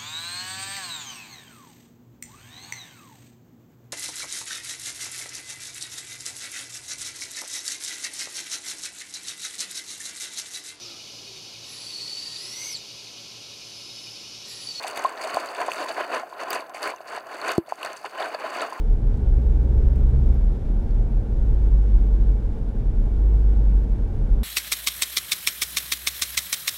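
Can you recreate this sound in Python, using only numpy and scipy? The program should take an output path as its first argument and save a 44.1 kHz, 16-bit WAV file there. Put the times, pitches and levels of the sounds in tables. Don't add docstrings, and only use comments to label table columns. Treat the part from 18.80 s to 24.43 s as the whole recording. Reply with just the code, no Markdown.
import sys
import numpy as np
from scipy import signal
from scipy.fft import irfft
from scipy.io import wavfile

SR = 44100
rng = np.random.default_rng(int(sys.argv[2]) if len(sys.argv) > 2 else 0)


def wav_record(signal):
    frames = np.transpose(np.atleast_2d(signal))
    bounded = np.clip(frames, -1, 1)
    quanta = np.round(bounded * 32767).astype(np.int16)
    wavfile.write(sys.argv[1], SR, quanta)


N = 248397
TIME = np.arange(N) / SR
FREQS = np.fft.rfftfreq(N, 1 / SR)

# time_s, firing_hz
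ENGINE_SPEED = [(0, 57), (.4, 60.17), (.8, 60.72), (1.45, 62.93), (2.2, 59.35), (2.6, 53.31), (2.9, 49.77),
                (3.25, 48.34), (4.2, 48.51), (4.58, 51.7), (4.9, 48.64), (5.6, 49.26)]
# firing_hz, level_db
COASTING = [(48, -30.5), (55, -33.5)]
# start_s, release_s, peak_db, rise_s
PEDAL_PUSHES = [(0.288, 1.53, -19, 0.35), (2.435, 3.513, -16.5, 0.42), (4.19, 4.982, -15.5, 0.32),
                (5.456, 5.635, -14, 0.35)]
# firing_multiple, relative_db
OVERTONES = [(2, -24), (3, -36.5), (4, -40), (6, -37.5), (7, -38.5), (9, -40)]
# centre_hz, width_hz, lift_db
AIR_MODES = [(125.3, 16, 11.5), (190, 13, 10.5), (398, 15, 3.5), (413, 30, 4), (583, 20, 2)]
# centre_hz, width_hz, lift_db
CABIN_MODES = [(226.6, 21, 7), (280, 17, 1.5), (334, 34, 0.5), (436, 16, 3.5), (572, 18, 2), (540.6, 20, 7),
               (760, 25, 2), (828, 38, 4), (922, 35, 3), (1419, 60, 5.5), (1537, 62, 4.5), (1600, 60, 4),
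               (1780, 31, 3.5), (2160, 63, 2), (2283, 41, 5.5), (3500, 130, 1.5), (5350, 55, 3.5)]
# frequency_hz, relative_db
RASP_SPECTRUM = [(200, -30), (400, 5), (560, -6), (900, -19), (1600, -28), (4000, -45)]
HISS_SPECTRUM = [(400, -1), (900, 6), (1300, 0), (1650, -3.5), (1900, -5), (2800, -9), (3700, -10.5),
                 (4100, -14), (5200, -15), (8000, -20), (12400, -24), (13300, -29), (14800, -27),
                 (15300, -48)]
THUD_SPECTRUM = [(10, -10.5), (20, 8.5), (27, 6), (44, 9.5), (58, -2.5), (78, 1), (104, -1.5), (116, -4.5),
                 (150, -20)]
DRONE_SPECTRUM = [(105, -19.5), (116, -3.5), (123, -4), (130, -4.5), (139, -6.5), (150, -20.5)]
ROAR_SPECTRUM = [(70, -33), (130, -7.5), (165, 4), (235, -1), (265, -2.5), (400, -5.5), (475, -6),
                 (502, -11), (560, -15), (600, -14), (850, -20.5), (1050, -32.5), (2000, -67)]
HOLLOW_SPECTRUM = [(240, -25), (330, -1.5), (400, 1.5), (460, -3), (580, -15.5), (800, -30.5)]
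# peak_s, level_db
ROAD_BUMPS = [(.11, -15), (0.27, -14.5), (.53, -15.5), (.71, -11.5), (.87, -18), (1.068, -20),
              (1.25, -16.5), (1.46, -14.5), (1.65, -22), (1.979, -14.5), (2.12, -23), (2.229, -23),
              (2.39, -21), (2.59, -16.5), (2.71, -18.5), (2.931, -15.5), (3.189, -19.5), (3.46, -18),
              (3.84, -20.5), (4.06, -21.5), (4.201, -20.5), (5.266, -19.5)]
# time_s, added_db
COARSENESS = [(0, -0.7), (1.0, 3.5), (1.9, 0), (2.5, 1), (2.95, 0), (3.3, -0.3), (3.9, -1.1), (4.7, -0.5),
              (5.6, 1.1)]
# centre_s, added_db
ROUGH_PATCHES = [(.38, 5.5), (.97, 2.5), (1.38, 3.5), (2.74, 2.5), (4.1, 4.5), (5.42, 1.5)]
# time_s, level_db
ROAR_LEVELS = [(0, -37), (.8, -36), (1.3, -36.5), (1.8, -36.5), (2.3, -36), (3, -37.5), (3.6, -37),
               (4.6, -37), (5.15, -37), (5.6, -37)]
HISS_LEVELS = [(0, -55.5), (.55, -55), (1.1, -54), (1.9, -54.5), (2.5, -55.5), (2.85, -54.5), (3.4, -55.5),
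               (3.9, -55.5), (4.7, -55.5), (5.1, -55), (5.6, -55)]
# centre_s, level_db, half_length_s
HOLLOW_SWELLS = [(.85, -43, 0.33), (2.282, -47.5, 0.11), (2.853, -48, 0.14)]
# pitch_hz, level_db, waver_hz
STEADY_TONES = [(200, -46, 1.3), (11127, -98, 1.5)]
# start_s, level_db, centre_hz, width_hz, decay_s
TRIM_TICKS = [(.3402, -55.5, 3600, 4500, .004), (.347, -58.5, 4200, 4000, .002),
              (.360, -61, 4500, 5000, .0012), (.371, -56.5, 5500, 10000, .0045),
              (1.1575, -56, 6000, 15000, .0055), (1.159, -51, 2550, 1100, .0018),
              (2.1072, -57.5, 9000, 16000, .0025), (2.108, -54.5, 4600, 1200, .0035)]
# centre_hz, width_hz, lift_db
PLASTIC_MODES = [(2600, 700, 8), (4520, 500, 5), (6150, 350, 5), (7500, 700, 4), (13300, 2200, 4)]
# start_s, ring_db, pitch_hz, click_db
TRIM_PINGS = [(1.1935, -65.5, 14000, -71), (1.5395, -59.5, 14130, -61)]


def amp(db):
    return 10 ** (np.asarray(db) / 20)


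def curves(rows):
    times, *columns = np.transpose(rows)
    return [np.interp(TIME, times, column) for column in columns]


def noise(gain):
    x = irfft(gain * np.exp(2j * np.pi * rng.random(len(FREQS))), N)
    return x / np.sqrt(np.mean(x ** 2) + 1e-20)


def wander(rate_hz):
    return noise(np.exp(-(FREQS / rate_hz) ** 2) * (FREQS > 0))


def band(centre_hz, width_hz):
    return 1 / (1 + (2 * (FREQS - centre_hz) / width_hz) ** 2)


def lift_db(modes, hz):
    return sum(db / (1 + (2 * (hz - centre) / width) ** 2) for centre, width, db in modes)


def swell(centre_s, half_s):
    return np.exp(-((TIME - centre_s) / half_s) ** 2 / 2)


def snap(start_s, decay_s, rise_s=.0008):
    age = np.maximum(TIME - start_s, 0)
    return np.minimum(age / rise_s, 1) * np.exp(-age / decay_s)


def cabin_noise(spectrum):
    hz, db = np.transpose(spectrum)
    slope_db = np.interp(np.log(FREQS + 1), np.log(hz), db, left=-np.inf, right=-np.inf)
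    return noise(amp(slope_db + lift_db(CABIN_MODES, FREQS)))


def pedal(firing_hz, fall_s=.1):
    coast = amp(np.interp(firing_hz, *np.transpose(COASTING)))
    strength = coast.copy()
    for start_s, release_s, peak_db, rise_s in PEDAL_PUSHES:
        attack = np.sin(np.pi / 2 * np.clip((TIME - start_s) / rise_s, 0, 1)) ** 2
        fall = np.exp(-np.maximum(TIME - release_s, 0) / fall_s)
        strength += (amp(peak_db) - coast) * attack * fall
    return strength


def engine(rasp_relative_db=-33, intake_relative_db=-45):
    firing_hz, = curves(ENGINE_SPEED)
    phase = 2 * np.pi * np.cumsum(firing_hz) / SR
    tone = np.sin(phase)
    for multiple, db in OVERTONES:
        strength = amp(db + lift_db(AIR_MODES, multiple * firing_hz) + 2.0 * wander(rate_hz=1.3))
        tone += strength * np.sin(multiple * phase + 2 * np.pi * rng.random() + 0.34 * wander(rate_hz=32))
    speed_gain = (firing_hz / firing_hz.max()) ** 5
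    firing_pulse = 1 + 0.84 * np.cos(phase)
    rasp = amp(rasp_relative_db) * speed_gain * firing_pulse * cabin_noise(RASP_SPECTRUM)
    intake = amp(intake_relative_db) * cabin_noise(HISS_SPECTRUM)
    return pedal(firing_hz) * (np.sqrt(2) * tone + rasp + intake)


def body_shake(mode_hz=37.77, width_hz=14, level_db=-26.5, bump_hz=36.7):
    out = amp(level_db) * noise(1 / (1 + (2 * (FREQS - mode_hz) / width_hz) ** 4))
    for peak_s, db in ROAD_BUMPS:
        age = TIME - peak_s
        envelope = swell(peak_s, half_s=np.where(age < 0, 0.043, 0.044))
        out += amp(db) * envelope * np.sqrt(2) * np.sin(2 * np.pi * (bump_hz * age + rng.random()))
    return out


def road(thud_base_db=-26, drone_base_db=-38.5):
    coarse_db, = curves(COARSENESS)
    patch_db = sum(db * swell(centre_s, half_s=0.12) for centre_s, db in ROUGH_PATCHES)
    thud_db = thud_base_db + coarse_db + 0.76 * patch_db + wander(rate_hz=7.7)
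    thud = amp(thud_db) * cabin_noise(THUD_SPECTRUM)
    drone = amp(drone_base_db + 0.93 * coarse_db + patch_db) * cabin_noise(DRONE_SPECTRUM)
    roar = amp(curves(ROAR_LEVELS)[0] + 0.26 * wander(rate_hz=43)) * cabin_noise(ROAR_SPECTRUM)
    hollow_gain = sum(amp(db) * swell(centre_s, half_s) for centre_s, db, half_s in HOLLOW_SWELLS)
    hollow = hollow_gain * cabin_noise(HOLLOW_SPECTRUM)
    hiss = amp(curves(HISS_LEVELS)[0] + 0.64 * wander(rate_hz=52)) * cabin_noise(HISS_SPECTRUM)
    return thud + drone + roar + hollow + hiss


def tyre_hum_and_whine():
    out = np.zeros(N)
    for pitch_hz, db, waver_hz in STEADY_TONES:
        phase = 2 * np.pi * np.cumsum(pitch_hz + waver_hz * wander(rate_hz=7.5)) / SR
        out += amp(db + 1.2 * wander(rate_hz=2.8)) * np.sqrt(2) * np.sin(phase)
    return out


def trim():
    out = np.zeros(N)
    plastic = amp(lift_db(PLASTIC_MODES, FREQS))
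    for start_s, db, centre_hz, width_hz, decay_s in TRIM_TICKS:
        out += amp(db) * snap(start_s, decay_s) * noise(plastic * band(centre_hz, width_hz))
    for start_s, ring_db, pitch_hz, click_db in TRIM_PINGS:
        ring = np.sqrt(2) * np.sin(2 * np.pi * pitch_hz * TIME)
        click = noise(band(centre_hz=13000, width_hz=2400))
        out += amp(ring_db) * snap(start_s, decay_s=.008) * ring
        out += amp(click_db) * snap(start_s, decay_s=.003) * click
    return out


def scene():
    return (engine() + body_shake() + road() + tyre_hum_and_whine() + trim())[None]


def record(dry):
    lowpass = signal.firwin(511, 15300, window=("kaiser", 9), fs=SR)
    return signal.oaconvolve(dry, lowpass[None], "same")


dry = scene()
out = record(dry)
wav_record(out)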